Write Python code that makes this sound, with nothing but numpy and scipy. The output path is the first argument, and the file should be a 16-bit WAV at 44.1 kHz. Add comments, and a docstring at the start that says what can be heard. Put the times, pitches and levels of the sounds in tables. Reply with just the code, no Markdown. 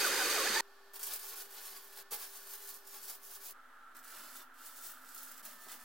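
"""Stick welding in a corrugated iron shed, cut in abruptly after a short blast of a gas torch.
The torch's jet roars, rings its burner tube and whistles against a steel tube. Then the arc burns in
several runs: tiny discharges sizzle, the molten pool sputters and bursting drops of metal spit.
It is heard from across the bench, then at the vice, with quick echoes off the iron walls,
while the welding machine's cooling fan whirs behind it."""
import sys
import numpy as np
from scipy import signal
from scipy.fft import rfft, irfft, next_fast_len
from scipy.io import wavfile
from scipy.ndimage import map_coordinates

SR = 44100
rng = np.random.default_rng(int(sys.argv[2]) if len(sys.argv) > 2 else 0)


def wav_out(sig):
    """Save sig, one row per channel (or a flat mono array), as 16-bit PCM at SR to the path in sys.argv[1]."""
    wavfile.write(sys.argv[1], SR, np.round(np.clip(np.atleast_2d(sig).T, -1, 1) * 32767).astype(np.int16))


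N = 257522
TORCH_END_S, BENCH_STEP_S, VICE_S, VICE_STEP_S, END_S = .608, 2.03, 3.53, 5.42, 6  # listening places

# turns of the flame's whistling glide: time_s, pitch_hz, note_db, octave_db
WHISTLE_GLIDE = [(0.0, 849.6, -42.5, -53), (0.05, 757, -55.5, -38.5), (0.075, 580.4, -45, -40),
                 (0.1, 540.3, -63, -66), (0.125, 773.6, -60, -40), (0.148, 954, -40, -51),
                 (0.168, 886, -47, -54), (0.183, 953, -40.5, -53), (0.205, 746.0, -45, -35),
                 (0.222, 753, -43, -35.5), (0.24, 798.5, -48, -55), (0.265, 575.6, -62, -46),
                 (0.285, 559.7, -56, -50), (0.307, 604.5, -57, -41), (0.33, 648, -59, -52),
                 (0.35, 859, -45, -51), (0.378, 656.4, -43, -40), (0.398, 544.4, -64, -45),
                 (0.422, 536, -55, -44), (0.44, 582, -51, -47), (0.462, 768, -43, -38),
                 (0.482, 931, -45, -44), (0.5, 1090, -47, -54), (0.53, 995, -63, -59),
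                 (0.552, 849, -51, -41), (0.568, 882.5, -31, -34), (0.587, 912, -57, -46),
                 (0.605, 937, -33.5, -35.5)]
# hollow ring of steelwork, bench and iron walls: pitch_hz, width_hz, lift_db
BENCH_RESONANCES = [(614, 75, 3), (822, 78, 6.5), (1122, 120, 7), (1365, 62, 3.5), (1473, 29, 10.5),
                    (1670, 68, 8.5), (2105, 60, 6.5), (2300, 50, 4.5), (2505, 64, 6.5), (2894, 67, 3.5),
                    (3220, 140, 3), (4540, 290, 3.5), (5320, 200, 5), (6200, 93, 5.5), (7020, 130, 4),
                    (7900, 110, 0), (9810, 71, 4), (11540, 130, 5), (12200, 200, 7), (13300, 160, 9.5),
                    (13900, 180, 4.5), (14850, 130, 3), (15220, 150, 4)]
# stereo balance across the bench and at the vice: freq_hz, left_over_right_db
BENCH_BALANCE = [(60, -20), (180, 3), (550, -3.5), (1650, -1), (4970, -0.5), (15000, -1)]
VICE_BALANCE = [(60, 2), (180, 1), (550, -3.5), (1650, -2), (4970, -2), (15000, -1.5)]
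# drops of metal bursting in the arc: start_s, level_db
DROP_BURSTS = [(.9353, -39), (.9614, -39), (.9951, -31), (1.0309, -23), (1.043, -27), (1.068, -31),
               (1.121, -31), (1.134, -28), (1.1371, -25), (1.162, -32), (1.1929, -37), (1.1964, -36),
               (1.335, -37), (1.6421, -39), (1.7793, -54), (1.975, -41), (2.116, -37), (2.122, -31),
               (2.202, -40), (2.3857, -47), (2.404, -41), (2.437, -45), (2.4676, -43), (2.536, -31),
               (2.7414, -37.5), (2.9541, -38), (3.0975, -35), (3.1525, -38), (3.2172, -46), (3.311, -35),
               (3.5078, -33), (3.9494, -51), (3.967, -38), (3.9904, -43), (4.0448, -40), (4.0781, -45),
               (4.3079, -43), (4.3345, -46), (4.3578, -40), (4.4233, -44), (4.5419, -55), (4.6602, -36),
               (4.8262, -42), (4.9164, -36), (5.147, -32.5), (5.233, -35), (5.3158, -34.5), (5.3786, -38),
               (5.3945, -43), (5.435, -43), (5.452, -32), (5.5369, -43), (5.635, -47), (5.7173, -34)]


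def amp(db):
    """Decibels to gain."""
    return 10 ** (np.asarray(db) / 20)


def unit(x):
    """Scale to rms 1."""
    return x / np.sqrt(np.mean(x ** 2) + 1e-20)


def along(points, hz):
    """Read (freq_hz, value) points on a log frequency axis."""
    freqs, values = np.transpose(points)
    return np.interp(np.log(hz + 1), np.log(freqs + 1), values)


def curves(rows):
    """One automation curve for each column after the time."""
    times, *columns = np.transpose(rows)
    return [np.interp(np.arange(N) / SR, times, column) for column in columns]


def during(start, end, fade_s=0.0017):
    """A gate with short ramps."""
    t = np.arange(N) / SR
    return np.clip(np.minimum(t - start, end - t) / fade_s + .5, 0, 1)


def swells(rows):
    """A sum of bell shapes: middle_s, width_s at half height, height."""
    t = np.arange(N) / SR
    return sum(height * .5 ** np.minimum((2 * (t - s) / width) ** 2, 20) for s, width, height in rows)


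def dying(start, end, decay_s):
    """On at once, held to the end, then an exponential fall."""
    t = np.arange(N) / SR
    return (t >= start) * np.exp(-np.clip((t - end) / decay_s, 0, 20))


def wobble(rate):
    """A smooth random curve, rate knots a second."""
    return map_coordinates(rng.standard_normal(int(N * rate / SR) + 4), [np.arange(N) * rate / SR])


def noise():
    """Two unrelated noises: mid and side."""
    return rng.standard_normal((2, N))


def filtered(x, response):
    """Multiply the spectrum by a function of frequency."""
    size = next_fast_len(N + SR // 2)
    return irfft(rfft(x, size) * response(np.fft.rfftfreq(size, 1 / SR)), size)[..., :N]


def eq(x, curve):
    """Equalise by (freq_hz, gain_db) points."""
    return filtered(x, lambda hz: amp(along(curve, hz)))


def coloured(x, curve):
    """Equalise, then scale to rms 1."""
    return unit(eq(x, curve))


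def bandpass(hz, pitch, width):
    """Response of one resonance, 1 at its pitch."""
    return 1j * hz * width / (pitch ** 2 - hz ** 2 + 1j * hz * width)


def resonating(x, modes):
    """Only the resonances (pitch_hz, width_hz, gain_db), in alternating polarity, at rms 1."""
    return unit(filtered(x, lambda hz: sum((-1) ** k * amp(db) * bandpass(hz, pitch, width)
                                           for k, (pitch, width, db) in enumerate(modes))))


def hollow(x, modes):
    """The sound with resonances (pitch_hz, width_hz, lift_db) ringing on top."""
    return filtered(x, lambda hz: 1 + sum((amp(db) - 1) * bandpass(hz, pitch, width)
                                          for pitch, width, db in modes))


def stereo(pair, width, balance):
    """Mid and side to left and right, with width and balance by frequency."""
    mid, side = pair[0], eq(pair[1], width)
    left_right = np.array([mid + side, mid - side])
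    return filtered(left_right, lambda hz: amp(np.outer([.5, -.5], along(balance, hz))))


def burner_tube(waver_s=0.000174):
    """The burner tube rings; unsteady hot gas makes its resonances waver in pitch."""
    # tube resonances: pitch_hz, width_hz, gain_db
    modes = [(356, 66, -3.5), (442, 37, -1.5), (545, 24, -3.5), (1500, 57, -4.5), (2480, 55, -2),
             (2520, 35, -6), (3050, 32, -5), (3295, 31, -9), (3610, 120, -7), (3910, 90, -8.5),
             (4290, 150, -8), (4570, 140, -1.5), (4990, 42, -1), (5680, 110, -8.5), (6250, 99, -5),
             (6700, 170, -8), (7420, 70, -11.5), (8450, 350, -10), (10600, 160, -14), (12700, 2400, -17)]
    level = amp(-38 + 1.3 * wobble(42.2))
    ring = resonating(noise(), modes)
    warped_time = np.arange(N) + SR * waver_s * wobble(45)
    flutter = np.array([map_coordinates(channel, [warped_time], mode="mirror") for channel in ring])
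    return eq(level * flutter, [(140, -29), (260, 0.5)])


def swirl(roar, depth=0.24):
    """The roar returns one whistle period later: a comb that glides with the note."""
    pitch_hz = curves(WHISTLE_GLIDE)[0]
    late = map_coordinates(roar, [np.arange(N) - SR / pitch_hz], order=1)
    return roar + depth * eq(late, [(350, -21), (550, 1.0), (2000, -24), (3200, -24)])


def whistle(jitter=0.0045, roughness=.54):
    """The flame sings against the steel: an unsteady note and its octave, fading in and out."""
    pitch_hz, *partials_db = curves(WHISTLE_GLIDE)
    phase = 2 * np.pi * np.cumsum(pitch_hz * (1 + jitter * wobble(250))) / SR
    return sum(amp(db) * unit((1 + roughness * wobble(139.7)) * np.sin(k * phase))
               for k, db in enumerate(partials_db, 1))


def low_thumps():
    """A brief low swell in the roar, then a short low thump just as the scene changes."""
    # low swell and thump: middle_s, length_s, level_db
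    thumps = [(0.512, 0.039, -52.5), (0.603, 0.0058, -50)]
    # their dark colour: freq_hz, gain_db
    colour = [(40, -13), (100, -24), (150, -27), (200, 1), (260, -3.5), (400, -28), (1000, -60)]
    envelope = swells([(s, length, amp(db)) for s, length, db in thumps])
    return envelope * coloured(rng.standard_normal(N), colour)


def torch():
    """Turbulent gas hisses from the nozzle and rings the burner tube; the flame swirls and sings."""
    # colour of the gas jet: freq_hz, gain_db
    jet_colour = [(30, -27), (100, -42), (160, -43), (200, -19), (350, -9), (550, -2.5), (660, -19),
                  (780, -9), (1700, -1), (2700, -8.5), (4100, -10), (5300, -13.5), (9500, -13.5),
                  (15500, -20)]
    # flicker of the treble: time_s, gain_db
    treble_ride = [(.045, 1.5), (.06, 3), (.085, 4.5), (.1, -0.5), (.3, 1.5), (.45, -1), (.6, -2)]
    # stereo width: freq_hz, side_db
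    width = [(60, -17), (150, -10), (380, -20.5), (950, -13), (2380, -9.5), (5980, -3), (15000, -1.5)]
    # stereo balance: freq_hz, left_over_right_db
    balance = [(60, 1), (150, 2), (380, 0.5), (950, -5.5), (2380, 0), (5980, -3), (15000, 0)]
    jet = amp(-36 + 0.32 * wobble(32) + 0.57 * wobble(200)) * coloured(noise(), jet_colour)
    flame = jet + burner_tube()
    treble = filtered(flame, lambda hz: np.clip((hz - 7000) / 3000, 0, 1))
    flame += (amp(curves(treble_ride)[0]) - 1) * treble
    flame[0] = swirl(flame[0]) + whistle() + low_thumps()
    return stereo(flame, width, balance) * during(-1, TORCH_END_S, fade_s=0.0014)


def fan_tones(lines, sway_db, waver=.003):
    """The fan's tones, each unsteady in level and pitch."""
    tones = np.zeros(N)
    for hz, db in lines:
        sway = amp(sway_db * wobble(18))
        phase = 2 * np.pi * np.cumsum(hz * (1 + waver * wobble(19))) / SR
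        tones += amp(db) * unit(sway * np.sin(phase))
    return tones


def fan_at_bench():
    """Air rushes through the welder's vents; the motor hums and the case rings with it."""
    # colour of the rushing air: freq_hz, gain_db
    air_colour = [(30, -17), (100, -23), (165, -35), (200, -12), (255, -2), (300, -8), (500, -3.5),
                  (900, -2.5), (1400, 1), (1800, -5.5), (2100, -11), (4300, -7.5), (6000, -14.5),
                  (15500, -18)]
    # hum and whine: pitch_hz, level_db
    motor_tones = [(398.4, -69.5), (1782, -72.5)]
    # fader on the tones and the case ring: time_s, gain_db
    hum_ride = [(2.6, -0.5), (3.1, -5)]
    whir = amp(-63.5) * coloured(hollow(noise(), BENCH_RESONANCES), air_colour)
    whir += amp(-76) * resonating(noise(), [(1767, 40, 0)])
    hum_gain = amp(curves(hum_ride)[0])
    whir += hum_gain * amp(-79) * resonating(noise(), [(391.6, 14, 0)])  # the case
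    whir[0] += hum_gain * fan_tones(motor_tones, sway_db=1.5)
    return whir


def fan_at_vice():
    """The fan from its other side: rushing air, a low drone and a whine that shifts with the place."""
    # colour of the rushing air: freq_hz, gain_db
    air_colour = [(30, -8), (100, -21), (160, -28), (220, -7.5), (550, -6), (850, 1), (1350, 1),
                  (1900, -2.5), (2300, -14), (3200, -11), (5000, -20.5), (15500, -20)]
    # fan tones at the first and second place: pitch_hz, level_db
    first_tones = [(258.4, -82), (1335, -70)]
    second_tones = [(1297, -68.5), (1776, -69)]
    # low, wavering drone: start_s, end_s, pitch_hz, width_hz, level_db
    drones = [(3.53, 3.948, 254, 18, -86), (3.948, 5.42, 260, 15, -76.5), (5.42, 5.9, 235, 36, -73.5)]
    first, second = during(VICE_S, VICE_STEP_S), during(VICE_STEP_S, END_S)
    whir = amp(-65) * coloured(noise(), air_colour)
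    whine_level = amp(-60.5 + wobble(50))
    whir += first * whine_level * resonating(noise(), [(1207, 48, -3), (1350, 73, 2), (1600, 234, -6)])
    whir += second * amp(-67.5) * resonating(noise(), [(1223, 38, 1), (1600, 130, -12)])
    whir[0] += first * fan_tones(first_tones, sway_db=1) + second * fan_tones(second_tones, sway_db=3)
    for start, end, hz, width, db in drones:
        band = [(hz + k * width, gain) for k, gain in [(-3, -120), (-1, -6), (0, 0), (1, -6), (3, -120)]]
        whir[0] += amp(db) * during(start, end) * coloured(rng.standard_normal(N), band)
    return whir


def fan():
    """The welder's cooling fan whirs with a different colour from each side."""
    # stereo width: freq_hz, side_db
    width = [(60, -32), (180, -2.5), (550, -11), (1650, -9), (4970, -2.5), (15000, 0)]
    bench = stereo(fan_at_bench(), width, BENCH_BALANCE) * during(TORCH_END_S, VICE_S)
    vice = stereo(fan_at_vice(), width, VICE_BALANCE) * during(VICE_S, END_S)
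    return bench + vice


def spits(fragments=8, spatter_db=-3, mean_delay_s=.0045):
    """A bursting drop gives one sharp snap, then a quick spatter of smaller ones."""
    # bright colour of a snap: freq_hz, gain_db
    colour = [(150, -38), (500, -12), (4000, -1), (15000, 10.5)]
    snaps = np.zeros(N)
    for start, db in DROP_BURSTS:
        snaps[round(start * SR)] += amp(db)
        delay = rng.exponential(mean_delay_s, fragments)
        size = amp(db + spatter_db) * np.exp(-.5 * delay / mean_delay_s) * rng.choice([-1, 1], fragments)
        landing = np.minimum((start + delay) * SR, N - 1).astype(int)
        snaps += np.bincount(landing, size, N)
    return eq(snaps, colour)


def arc_envelopes(break_s=0.012, flare_db=-24, flare_s=0.0038):
    """Sizzle and sputter levels: each run holds, surges and chokes; a bursting drop flares the sizzle."""
    # runs from strike to break: start_s, end_s, sizzle_db, sputter_db
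    runs = [(0.938, 0.964, -50, -53.5), (0.993, 1.17, -48.5, -54), (1.19, 1.423, -50, -54.5),
            (1.442, 2.011, -54, -57), (2.108, 3.511, -54, -60), (3.948, 4.014, -61.5, -60.5),
            (4.027, 4.419, -54.5, -55.5), (4.54, 5.407, -58, -60.5), (5.426, 5.9, -55.5, -57.5)]
    # the rod melts off faster: middle_s, length_s, sizzle_change_db, sputter_change_db
    surges = [(1.042, 0.016, 5.5, -2), (1.07, 0.029, 7, 5), (1.121, 0.046, 3, 8), (1.29, 0.034, 4.5, -2),
              (1.341, 0.047, 6.5, 6.5), (1.408, 0.047, 4.5, 3), (1.581, 0.038, 1, 7.5),
              (1.663, 0.05, 8.5, 6), (1.987, 0.069, 3.5, 5.5), (2.131, 0.048, 15, 16.5),
              (2.226, .06, 8.5, 11), (2.348, 0.073, 3, 4), (2.527, 0.056, 7.5, 7), (2.678, 0.084, 6.5, 1.5),
              (2.765, .03, 4, -5), (2.88, .03, 5, -4), (2.928, 0.035, 5, 5), (2.975, 0.035, 0.5, 1),
              (3.05, 0.046, 8.5, 4), (3.097, 0.03, 11.5, 9), (3.26, 0.042, 3.5, -11),
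              (3.352, 0.038, 6, -1.5), (3.465, 0.075, 7.5, 4), (4.153, 0.028, -1, 4), (4.203, 0.017, -2, 5),
              (4.37, 0.021, 7.5, -2), (4.414, .03, -1, 2), (4.668, 0.031, 7.5, -1), (4.774, 0.03, 6.5, 0),
              (4.853, 0.094, 11, 3), (5.192, 0.17, 8, 1), (5.46, 0.022, 8.5, 4), (5.724, 0.042, 7, 8.5)]
    # the rod dips into the pool: middle_s, length_s, drop_db
    chokes = [(1.186, .012, 4), (1.351, .01, 11), (1.478, 0.043, 8), (1.882, 0.079, 6), (2.822, 0.069, 12),
              (3.196, 0.048, 15), (3.389, .024, 6), (4.03, .039, 8.5), (4.551, 0.046, 9),
              (5.022, 0.12, 4.5), (5.574, 0.049, 7), (5.79, 0.047, 3)]
    surge_db = swells([(s, length, db) for s, length, db, _ in surges])
    boil_db = swells([(s, length, db) for s, length, _, db in surges])
    hand_db = 0.76 * wobble(23) - swells(chokes)  # an unsteady hand, and the dips
    sizzle, sputter = sum(np.outer(amp(levels_db), dying(start, end, break_s))
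                          for start, end, *levels_db in runs)
    flares = sum(amp(db + flare_db) * dying(s, s, flare_s) for s, db in DROP_BURSTS)
    return np.hypot(sizzle * amp(surge_db + hand_db), flares), sputter * amp(boil_db + hand_db)


def sparks(spread_db, per_second=4500):
    """Tiny discharges at random moments, many small and a few large."""
    size = amp(spread_db * np.minimum(rng.standard_normal(N), 2.5))
    return unit((rng.random(N) < per_second / SR) * size * rng.choice([-1, 1], N))


def arc(envelopes, sizzle_colour, sputter_colour, modes):
    """A stream of discharges: fine sizzle on top, the molten pool sputtering below."""
    sizzle_level, sputter_level = envelopes
    flicker = amp(wobble(55) + 1.2 * wobble(220))  # the arc length never holds still
    fine, coarse = hollow(np.array([sparks(spread_db=4), sparks(spread_db=4.5)]), modes)
    sizzle = sizzle_level * coloured(fine, sizzle_colour)
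    sputter = amp(-1) * sputter_level * coloured(coarse, sputter_colour)
    return flicker * (sizzle + sputter)


def shed(x, tail_db=-4.5, early_db=-6, early_t60_s=0.022):
    """Direct sound, quick echoes off bench and iron walls, and a short tail: mid and side."""
    # decay of the tail: freq_hz, t60_s
    decay = [(200, 0.097), (2000, 0.31), (8000, 0.1), (15000, 0.24)]
    hz, t, spectrum = signal.stft(rng.standard_normal((2, SR // 4)), SR, nperseg=256)
    tail = signal.istft(spectrum * amp(-60 * t / along(decay, hz)[:, None]), SR, nperseg=256)[1]
    t = np.arange(tail.shape[1]) / SR
    early = rng.standard_normal(tail.shape) * amp(-60 * t / early_t60_s)
    echoes = amp(tail_db) * tail / np.linalg.norm(tail[0])
    echoes += amp(early_db) * early / np.linalg.norm(early[0])
    impulse = np.pad(echoes, ((0, 0), (SR // 500, 0)))  # the nearest surface answers 2 ms late
    impulse[0, 0] = 1  # direct sound, in the mid only
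    impulse /= np.linalg.norm(impulse, axis=1, keepdims=True)
    return signal.fftconvolve(x[None], impulse, axes=1)


def drifting_echoes(x, start, end, stretch_s=.16):
    """As rod and welder move, each short stretch of the arc meets slightly different echoes."""
    heard, size = np.zeros((2, N + SR)), round(stretch_s * SR)
    for i in range(round(start * SR), min(round(end * SR), N), size):
        stretch = shed(x[i:i + size])
        heard[:, i:i + stretch.shape[1]] += stretch
    return heard[:, :N]


def puffs(decay_s=0.022):
    """Hot gas blown out of the pool gives a short, dull puff with no deep bass."""
    # puffs from the weld: start_s, level_db
    blows = [(2.12, -54), (5.665, -61)]
    # their dull colour: freq_hz, gain_db
    colour = [(80, -60), (130, -26), (180, -2), (280, -6), (390, 7), (520, -5), (830, 5), (1600, -15),
              (4000, -43)]
    envelope = sum(amp(db) * dying(s, s, decay_s) for s, db in blows)
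    return eq(envelope * coloured(rng.standard_normal(N), colour), [(80, -22), (180, 1.5)])


def welding():
    """Arc, spits and puffs in the shed, coloured one way across the bench and another at the vice."""
    # colour of the arc's fine sizzle: freq_hz, gain_db
    bench_sizzle = [(1500, -33), (3500, -7.5), (6000, -2.5), (8000, -1), (10000, 1), (13000, -2.5),
                    (15500, 1.5)]
    vice_sizzle = [(1500, -39), (3500, -9.5), (6000, -5), (8000, -3.5), (10000, -3.5), (12000, -3),
                   (15500, 0.5)]
    # colour of the sputtering pool: freq_hz, gain_db
    bench_sputter = [(100, -55), (160, -45), (200, -4), (300, -6), (430, 7.5), (520, -4), (800, 3),
                     (1700, 1), (2200, -2), (3000, 1.5), (4500, 3.5), (6500, -4), (10000, -2.5)]
    vice_sputter = [(100, -46), (160, -26), (210, 0), (430, -4.5), (800, 3), (1700, 5), (2200, -0.5),
                    (3700, -2.5), (5200, 1.5), (7000, -4.5), (10000, -3)]
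    # hollow ring of the steelwork and walls at the vice: pitch_hz, width_hz, lift_db
    vice_resonances = [(370, 70, 5.6), (600, 43, 4.8), (1990, 52, 4), (2870, 100, 5), (3140, 70, 4.5),
                       (3570, 110, 5.2), (4230, 200, 2.6), (7130, 200, 3.1), (7920, 220, 4.7),
                       (9500, 140, 2.2), (10950, 200, 4), (12050, 230, 2.6)]
    # stereo width: freq_hz, side_db
    width = [(60, -27), (150, -22), (380, -12), (950, -16), (2380, -16), (5980, -3), (15000, -2.5)]
    bursts = spits() + puffs()
    envelopes = arc_envelopes()
    bench = arc(envelopes, bench_sizzle, bench_sputter, BENCH_RESONANCES) + bursts
    vice = arc(envelopes, vice_sizzle, vice_sputter, vice_resonances) + bursts
    places = [(TORCH_END_S, BENCH_STEP_S, bench, BENCH_BALANCE),
              (BENCH_STEP_S, VICE_S, bench, BENCH_BALANCE),
              (VICE_S, VICE_STEP_S, vice, VICE_BALANCE),
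              (VICE_STEP_S, END_S, vice, VICE_BALANCE)]
    return sum(during(start, end) * stereo(drifting_echoes(sound, start, end), width, balance)
               for start, end, sound, balance in places)


def scene():
    """Torch first, then the arc over the fan."""
    return torch() + welding() + fan()


def record(dry, top_hz=15950, dc_offset=-.0009):
    """Cut the highest treble and add a tiny constant offset."""
    return filtered(dry, lambda hz: hz < top_hz) + dc_offset


dry = scene()
out = record(dry)
wav_out(out)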